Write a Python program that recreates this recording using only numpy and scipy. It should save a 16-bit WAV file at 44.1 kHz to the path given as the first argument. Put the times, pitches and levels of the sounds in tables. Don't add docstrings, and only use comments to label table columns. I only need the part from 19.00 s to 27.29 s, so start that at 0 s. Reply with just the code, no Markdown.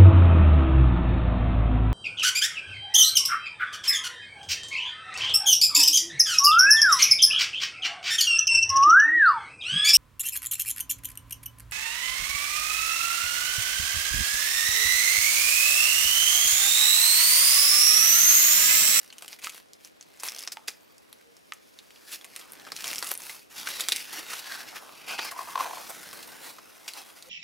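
import sys
import numpy as np
from scipy import signal
from scipy.io import wavfile
from scipy.ndimage import uniform_filter1d

SR = 44100
rng = np.random.default_rng(int(sys.argv[2]) if len(sys.argv) > 2 else 0)


def wav_out(sig):
    wavfile.write(sys.argv[1], SR, np.round(np.clip(np.atleast_2d(sig).T, -1, 1) * 32767).astype(np.int16))


N = 365765
TAPS = 2048
HZ = np.fft.rfftfreq(TAPS, 1 / SR)
TIME = np.arange(N) / SR

# f/Hz, level/dB
PAPER_SPECTRUM = [(40, -21), (120, -24), (250, -10), (450, -8), (700, -4), (1300, -1.5), (1900, -2),
                  (2500, 0), (3300, -2.5), (5300, 0.4), (7700, -1.5), (10000, 2.5), (15500, -3.5)]


def rustle(shifting_db=3.0, snag_db=1.7):
    # t/s, share of crackle
    crackle_share = [(0, 0.5), (1.4, 0.47), (2.95, 0.05), (3.95, 0.52), (4.3, 0.16), (8.2, 0.13)]
    # start/s, end/s, f/Hz, half-width/Hz, level over press_db/dB
    singing_rubs = [(1.72, 1.98, 13700, 500, -6), (5.173, 5.678, 1310, 445, -18),
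                    (5.818, 6.27, 2390, 443, -6), (6.018, 6.35, 4260, 480, -16),
                    (6.304, 6.597, 980, 150, -1), (6.613, 6.858, 650, 405, -2.5)]
    steps = TIME[::64]
    press_db = np.interp(TIME, steps, fingers(steps)[0])
    coarse = curve(crackle_share, TIME)[0]
    rub = fractures(per_s=8000, spread_db=1.8, decay_s=.0003, ring=.2)
    crackle = fractures(per_s=260 * amp((press_db + 42) / 4), spread_db=6.2, decay_s=.00035, ring=.7)
    drive = np.sqrt(1 - coarse) * rub + np.sqrt(coarse) * crackle
    drive *= amp(snag_db * wander(N, 900))
    bands, t, spectrum = signal.stft(drive * amp(press_db + 3.5), SR, nperseg=256)
    patches = wander(spectrum.shape, 45) / np.hypot(1, (bands[:, None] / 8000) ** 2)
    _, body_db, bright_db = fingers(t)
    spectrum *= amp(tone_db(bands[:, None], body_db, bright_db) + shifting_db * patches)
    paper = signal.istft(spectrum, SR, nperseg=256)[1][:N]
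    paper = filtered(paper, gains(PAPER_SPECTRUM))
    grip = amp(4.5 * wander(N, 450))
    for start, end, hz, half_width, db in singing_rubs:
        span = slice(round(start * SR), round(end * SR))
        waver = .05 * np.sin(2 * np.pi * (9 * TIME[span] + rng.random()))
        waver *= np.sin(np.pi * (5 * TIME[span] + rng.random()))
        sing = evened(resonate(drive[span] * grip[span], hz * (1 + waver), half_width))
        fade = signal.windows.tukey(len(sing), .5)
        add(paper, start, sing * amp(press_db[span] + db) * fade)
    return paper


def fingers(t, release_s=0.042, contact_bright_db=-6):
    # fully pressed t/s, rise/s, hold/s, level/dB, body/dB, brightness/dB
    squeezes = [(0.0, .03, 0.083, -53, -11, -6.5), (0.225, 0.036, 0.02, -45.5, -4, -10),
                (0.304, 0.069, 0.041, -45, -9, -7.5), (0.438, 0.026, 0.04, -39, -7, -7),
                (0.53, 0.028, 0.05, -44.5, -4, -8), (0.844, 0.094, 0.024, -51, -15, -8),
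                (1.24, 0.019, 0.031, -37.5, 1, -0.5), (1.319, 0.27, 0.13, -45.5, 2, -8),
                (1.677, 0.0027, 0.0043, -34.5, -12, -8), (3.133, 0.073, 0.012, -34.5, -9, -6),
                (3.37, 0.089, 0.052, -47.5, 0, -8.5), (3.598, 0.12, 0.096, -47.5, 3, -14.5),
                (3.769, 0.045, 0.12, -38, -12, -8.5), (3.857, 0.05, 0.087, -37, 1.5, -5),
                (4.061, 0.21, 0.051, -38.5, -0.5, -4), (4.203, 0.024, 0.15, -47, 2, -0.5),
                (4.566, 0.019, 0.054, -36.5, -6, -11.5), (4.669, 0.041, 0.17, -34.5, -6.5, -12),
                (4.911, 0.1, 0.14, -34.5, -9, -10), (5.142, 0.19, 0.065, -35.5, 1, -10),
                (5.304, 0.086, 0.093, -36.5, -2.5, -10), (5.517, 0.23, 0.092, -37, 0, -13),
                (5.684, 0.051, 0.0075, -36.5, -5.5, -17.5), (5.759, 0.02, 0.0095, -35, 2.5, -13.5),
                (6.1, 0.075, 0.044, -34.5, 8.5, -15), (6.188, 0.031, 0.1, -34.5, 0, -16.5),
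                (6.375, 0.028, 0.028, -42.5, 4, -9), (6.594, 0.033, 0.046, -41, 12, -7.5),
                (6.896, 0.014, 0.005, -46, 34, 13), (7.149, 0.026, 0.047, -50.5, 19, -4),
                (7.439, 0.047, 0.068, -44, 7.5, -5.5), (7.882, 0.0052, 0.0036, -32, -9, -10),
                (7.981, 0.066, 0.006, -39, 4, -8)]
    # t/s, level/dB, body/dB
    light_contact = [(0, -59, 4), (1.1, -69.5, 0), (1.45, -63, 17), (1.65, -65, 12), (2.45, -63.5, -5),
                     (3.2, -56.5, 7), (4.4, -52.5, 3), (4.43, -54.5, -11), (4.485, -71, 1), (4.51, -50, 5),
                     (4.7, -41, 5), (5.05, -50.5, 5), (5.7, -49, 21.5), (6.0, -53.5, 10.5),
                     (6.45, -46, 4.5), (6.8, -45.5, 5.5), (7.35, -48.5, 6), (7.65, -55.5, 6),
                     (8.17, -52, 5.5), (8.29, -57, 3.5)]
    contact_db, body_db = curve(light_contact, t)
    power = amp(contact_db) ** 2
    body, bright = power * body_db, power * contact_bright_db
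    for s, rise, hold, db, body_db, bright_db in squeezes:
        eased = np.maximum(s - t, 0) / rise + np.maximum(t - s - hold, 0) / release_s
        squeeze = amp(db - 20 * eased) ** 2
        power += squeeze
        body += squeeze * body_db
        bright += squeeze * bright_db
    return 10 * np.log10(power), body / power, bright / power


def fractures(per_s, spread_db, decay_s, ring, count=48):
    t = np.arange(160) / SR
    hz = np.geomspace(900, 13000, count)[:, None]
    cracks = rng.standard_normal((count, len(t))) * np.exp(-t / decay_s)
    facets = cracks + ring * np.sin(2 * np.pi * hz * t) * np.exp(-t / (2 * decay_s)) / 2
    starts = np.flatnonzero(rng.random(N) < per_s / SR)
    sizes = amp(spread_db * np.minimum(rng.exponential(1, N), np.pi)) * rng.choice([-1, 1], N)
    bursts = sizes[starts, None] * facets[rng.integers(0, count, N)[starts]]
    places = starts[:, None] + np.arange(len(t))
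    out = np.bincount(places.ravel(), bursts.ravel(), N)[:N]
    local_power = np.maximum(uniform_filter1d(out ** 2, size=1100), 0)
    return out / np.sqrt(local_power + 1e-3 * np.mean(out ** 2))


def snaps(rattle_s=0.0055, clump_db=3.0, ring_gain=4.8, ring_q=10.0, cut_hz=620):
    # t/s, level/dB, body/dB, brightness/dB, ring f/Hz
    snap_events = [(0.102, -44, -16, -33, 4400), (0.1264, -43, -6, -8, 3000), (0.183, -40.5, -7, -2, 3030),
                   (0.223, -39.5, 22, 4, 3000), (0.28, -38, -14, -1.5, 2950), (0.329, -38.5, -5, -20, 5130),
                   (0.443, -35, -11, -10, 2600), (0.495, -37, -41, -7, 2180),
                   (0.7336, -44.5, -34, -9, 5250), (0.848, -42, -4, -5, 6100), (1.01, -42, -13, -20, 6200),
                   (1.0262, -48, -15, -8, 4660), (1.234, -29, 3, -15.5, 9300),
                   (1.285, -28.5, -22, -21, 5440), (1.391, -36, -19, 0, 3450),
                   (1.4748, -29.5, -2, -21.5, 5350), (1.6805, -32, -4, -6, 2410),
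                   (1.6827, -28, -3, -19, 5060), (1.9812, -51, -10, -8, 5000),
                   (2.128, -42.5, -7, -16, 10700), (2.3673, -51.5, -4, -9, 5300),
                   (2.536, -42, -15, 7, 6270), (2.7886, -43, -18, -16, 3700), (2.906, -50, -12, -13, 3250),
                   (2.959, -49.5, -51, -23, 2900), (3.2118, -46, 1, -10, 3380), (3.2448, -40, 1, -3, 2140),
                   (3.3622, -33.5, -12, -13, 9400), (3.395, -45, 0, 1, 2000), (3.412, -48, -7, -15, 3270),
                   (3.521, -39.5, -9, 18, 9800), (3.534, -42.5, 4, -7, 12900),
                   (3.668, -43.5, 15, -15, 1320), (3.7193, -31, 5, -13, 4800), (3.764, -34, -29, -9, 4200),
                   (3.842, -30.5, -1, -11, 3260), (3.8705, -33, -10, -15, 6940), (3.879, -33, -7, -8, 5400),
                   (3.903, -37, -3, -15, 4800), (3.9484, -39, -14, 3, 9900),
                   (3.9578, -31.5, -10, -10, 5600), (3.9818, -29, -31, -11, 5400),
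                   (3.9889, -33, 16, 9, 13000), (4.0258, -28, 16, -11, 4630), (4.0444, -35.5, 15, 1, 9300),
                   (4.0723, -34.5, -16, 1, 5200), (4.091, -34.5, -8, 0, 11000), (4.1136, -30, 4, -7, 10900),
                   (4.1157, -24.5, 9, -5, 13100), (4.1389, -33, -14, 1, 12900),
                   (4.152, -35, -12, -18, 9200), (4.176, -33, -15, 1, 10100),
                   (4.2955, -36, -9, -12.5, 2000), (4.671, -30, -13, -26, 1460),
                   (4.807, -24, -17, -2, 3650), (4.8856, -21.5, -5, -4, 3480),
                   (4.9202, -18.5, -11.5, -12.5, 3820), (4.9615, -26.5, -21, -3.5, 3500),
                   (5.3329, -34, 3, -6, 1380), (6.1886, -29.5, -3, -32, 910), (7.5843, -45, 10, -18, 1270),
                   (7.8793, -34, -5.5, -17, 4640), (7.9356, -38, -7, -4, 4330),
                   (8.2246, -42.5, -24, -9, 4100)]
    # f/Hz, level/dB
    snap_spectrum = [(60, -28), (350, 0), (700, 0), (1300, 1.5), (3500, -0.5), (10000, 5.5), (15500, -5)]
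    t, out = np.arange(TAPS) / SR, np.zeros(N)
    first, after = t < .004, (t > .004) & (t < .014)
    for s, db, body_db, bright_db, hz in snap_events:
        taut_db, octaves = fingers(s)[0] + 40, np.log2(hz / 4000)
        rattle_db = -8.5 + 0.11 * taut_db - 3.5 * octaves
        ring = ring_gain * peak(hz, hz / ring_q) * np.minimum(HZ / hz, 1) ** 2
        low_cut = 1 / np.hypot(1, cut_hz / (HZ + 1))
        colour = gains(snap_spectrum) * amp(tone_db(HZ, body_db, bright_db))
        flip_s = .00036 * amp((db + 40) / 6 - (bright_db + 6) / 2.6)
        crack = filtered(noise() * swell(t, flip_s), colour * (low_cut + ring))
        rattle_shape = np.exp(-t / rattle_s) * (1 - np.exp(-(t / 0.0033) ** 2))
        rattle = noise() * rattle_shape * amp(clump_db * wander(TAPS, 50))
        rattle = filtered(rattle, colour * (low_cut + ring / 2))
        add(out, s, amp(db) * (crack / crack[first].std() + amp(rattle_db) * rattle / rattle[after].std()))
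    return out


def judder(rise_s=0.0029, scrape_db=-15, groan_db=-29):
    # t/s, ring level/dB, f/Hz
    slips = [(6.319, -33, 1110), (6.361, -34.5, 1020), (6.389, -24.5, 1090), (6.408, -35, 1020),
             (6.423, -39, 1020), (6.472, -36, 970), (6.5545, -19, 1060), (6.575, -22, 1030),
             (6.598, -21.5, 1030), (6.605, -18.5, 1100), (6.627, -38, 990), (6.642, -26, 930),
             (6.655, -30, 1010), (6.673, -36, 1000), (6.694, -38, 1010), (6.709, -30, 966),
             (6.731, -29.5, 997), (6.77, -33.5, 1030), (6.903, -35, 786)]
    t, out = np.arange(TAPS) / SR, np.zeros(N)
    for s, db, hz in slips:
        scrape = evened(filtered(noise(), peak(1700, 3700) ** 2))
        groan = evened(filtered(noise(), peak(760, 420) ** 2))
        ring = swell(t, rise_s) ** 2 * (np.sin(2 * np.pi * hz * t) + amp(scrape_db) * scrape)
        add(out, s, amp(db) * ring + amp(groan_db + db / 2) * swell(t, 2 * rise_s) * groan)
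    return out


def pops(splinter=0.043, splinter_s=0.0044):
    # t/s, ring level/dB, ring f/Hz, crack level/dB
    pop_events = [(0.4708, -32.5, 1287, -20.5), (1.571, -36.5, 883, -26), (2.5221, -38, 1280, -20)]
    # ratio to the ring pitch, level/dB, time to fade by 60 dB/s
    wall_tones = [(1, 6, 0.025), (1.5, -6, 0.016), (2.02, -35, 0.021)]
    t, out = np.arange(TAPS) / SR, np.zeros(N)
    for s, db, hz, crack_db in pop_events:
        ring = sum(amp(level_db - 60 * t / fade_s) * np.cos(2 * np.pi * hz * ratio * t)
                   for ratio, level_db, fade_s in wall_tones)
        pulse = (t == 0) + splinter * noise() * np.exp(-t / splinter_s)
        crack = filtered(pulse, peak(1850, 2200) ** 2)
        tock = amp(db) * ring + amp(crack_db) * crack / abs(crack).max()
        add(out, s, filtered(tock, np.minimum(HZ / hz, 1)))
    return out


def ratchet(flick_s=0.0009, scratch=0.096, pleat_hz=5200, pleat_width_hz=460):
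    # t/s, peak level/dB
    flicks = [(1.2956, -24), (1.32, -28), (1.3475, -28), (1.363, -30), (1.385, -26), (1.406, -28),
              (1.418, -31), (1.427, -29.5), (1.436, -27.5), (1.4668, -37), (1.5055, -55)]
    t, out = np.arange(TAPS) / SR, np.zeros(N)
    colour = peak(pleat_hz, pleat_width_hz) + scratch * gains(PAPER_SPECTRUM)
    for s, db in flicks:
        tick = filtered(noise() * swell(t, flick_s), colour)
        add(out, s, amp(db) * tick / abs(tick).max())
    return out


def catches(rise_s=0.003, ring_gain=3.0, ring_q=4.0):
    # t/s, level/dB, ring of the part that caught f/Hz
    scrapes = [(0.388, -48, 2410), (1.198, -42, 5800), (1.5187, -35, 5200), (4.686, -34.5, 1800),
               (4.7955, -33.5, 1900), (5.128, -39, 780), (5.392, -38.5, 3800), (6.081, -39.5, 2600),
               (6.151, -48, 2600), (6.245, -36, 900), (6.311, -37.5, 1600), (7.03, -45, 1400),
               (7.128, -41.5, 1400), (7.226, -43.5, 3900), (7.273, -46, 850)]
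    t, out = np.arange(TAPS) / SR, np.zeros(N)
    for s, db, hz in scrapes:
        slips = noise() * rng.exponential(1, TAPS) * np.sqrt(swell(t, rise_s))
        scrape = filtered(slips, gains(PAPER_SPECTRUM) + ring_gain * peak(hz, hz / ring_q))
        add(out, s, amp(db) * scrape / scrape[:TAPS // 4].std())
    return out


def finger_bumps(per_s=400):
    # t/s, level/dB
    bump_levels = [(0, -72.5), (2.9, -84), (3.15, -76), (3.55, -64.5), (3.9, -58.5), (4.45, -70.5),
                   (4.8, -65), (5.6, -66), (7.3, -60), (7.7, -71.5)]
    bumps = noise(N) * (rng.random(N) < per_s / SR)
    return amp(curve(bump_levels, TIME)[0]) * evened(filtered(bumps, peak(298, 750) ** 2))


def far_tones():
    # start/s, end/s, f/Hz, level halfway up the swell/dB
    tones = [(2.199, 2.386, 469, -67), (8.24, 8.38, 518, -55)]
    out = np.zeros(N)
    for start, end, hz, db in tones:
        t = np.arange(0, end - start, 1 / SR)
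        add(out, start, 2 * amp(db) * np.sin(2 * np.pi * hz * t) * signal.windows.hann(len(t)))
    return out


def reflections(x, fade_s, delay_s):
    t = np.arange(SR // 2) / SR
    echoes = noise(len(t)) * amp(-60 * t / fade_s) * (t >= delay_s)
    return signal.oaconvolve(x, echoes / np.linalg.norm(echoes))[:N]


def room_hiss(level_db=-65):
    # f/Hz, relative level/dB
    hiss_spectrum = [(25, -23), (70, -1), (130, -3), (280, 5.5), (550, 4.5), (900, -2.5), (2200, -2),
                     (5000, -6), (8000, -10.5), (15500, -23)]
    # f/Hz, side level against mid/dB
    hiss_width = [(40, -13), (130, 12), (300, 8), (700, 10.5), (2000, 4.5), (5000, -2), (12000, -15)]
    mid, side = (evened(filtered(noise(N), gains(hiss_spectrum))) for _ in range(2))
    return amp(level_db) * np.array([mid, filtered(side, gains(hiss_width))])


def tone_db(hz, body_db, bright_db):
    # f/Hz, share
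    body_reach = [(150, 0.066), (500, 0.82), (1100, 0.83), (2400, 0.092)]
    # f/Hz, share
    bright_reach = [(3200, 0.077), (6000, 0.44), (9000, 0.89), (15000, 0.9)]
    return body_db * read(body_reach, hz) + bright_db * read(bright_reach, hz)


def amp(db):
    return 10 ** (np.asarray(db) / 20)


def evened(x):
    return x / np.sqrt(np.mean(x ** 2) + 1e-20)


def noise(shape=TAPS):
    return rng.standard_normal(shape)


def wander(shape, samples):
    return evened(uniform_filter1d(noise(shape), size=samples))


def swell(t, rise_s):
    return t / rise_s * np.exp(1 - t / rise_s)


def read(points, hz):
    f, value = np.transpose(points)
    return np.interp(np.log(hz + 1), np.log(f), value)


def gains(spectrum):
    return amp(read(spectrum, HZ))


def curve(rows, t):
    s, *columns = np.transpose(rows)
    return [np.interp(t, s, column) for column in columns]


def add(mix, s, sound):
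    part = mix[max(round(s * SR), 0):][:len(sound)]
    part += sound[:len(part)]


def filtered(x, gain):
    log_gain = np.log(np.maximum(np.r_[gain, gain[-2:0:-1]], 1e-5))
    response = np.fft.ifft(np.exp(np.conj(signal.hilbert(log_gain)))).real
    return signal.oaconvolve(x, response)[:len(x)]


def peak(hz, width_hz):
    return 1 / np.hypot(1, (HZ ** 2 - hz ** 2) / (width_hz * (HZ + 1)))


def resonate(x, hz, half_width_hz):
    turn = np.exp(2j * np.pi * np.cumsum(hz) / SR)
    decay = np.exp(-2 * np.pi * half_width_hz / SR)
    ring = signal.lfilter([(1 - decay) ** 2], [1, -2 * decay, decay ** 2], np.gradient(x) / turn)
    return (turn * ring).real


def scene():
    # f/Hz, side gain/dB
    cup_width = [(100, 1.5), (250, 5), (500, -1), (1000, -11), (2000, -9.5), (4500, -35), (9000, -13),
                 (14000, -5.5)]
    near = rustle() + snaps() + catches() + ratchet() + pops() + judder() + finger_bumps()
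    mid = near + amp(-14.5) * reflections(near, fade_s=0.24, delay_s=0.0015) + far_tones()
    add(mid, .0115, amp(-18.5) * near)
    side = amp(2.5) * rustle() + amp(-3) * (snaps() + catches()) + finger_bumps()
    side = filtered(side, gains(cup_width))
    side += amp(-14.5) * filtered(reflections(near, fade_s=0.031, delay_s=0.00151), peak(700, 2900))
    mid, side = np.array([mid, side]) + room_hiss()
    return np.array([mid + side, mid - side])


def record(dry, edge_hz=15800):
    low_pass = signal.firwin(255, edge_hz, window=("kaiser", 9), fs=SR)
    return signal.oaconvolve(dry, low_pass[None], "same")


dry = scene()
out = record(dry)
wav_out(out)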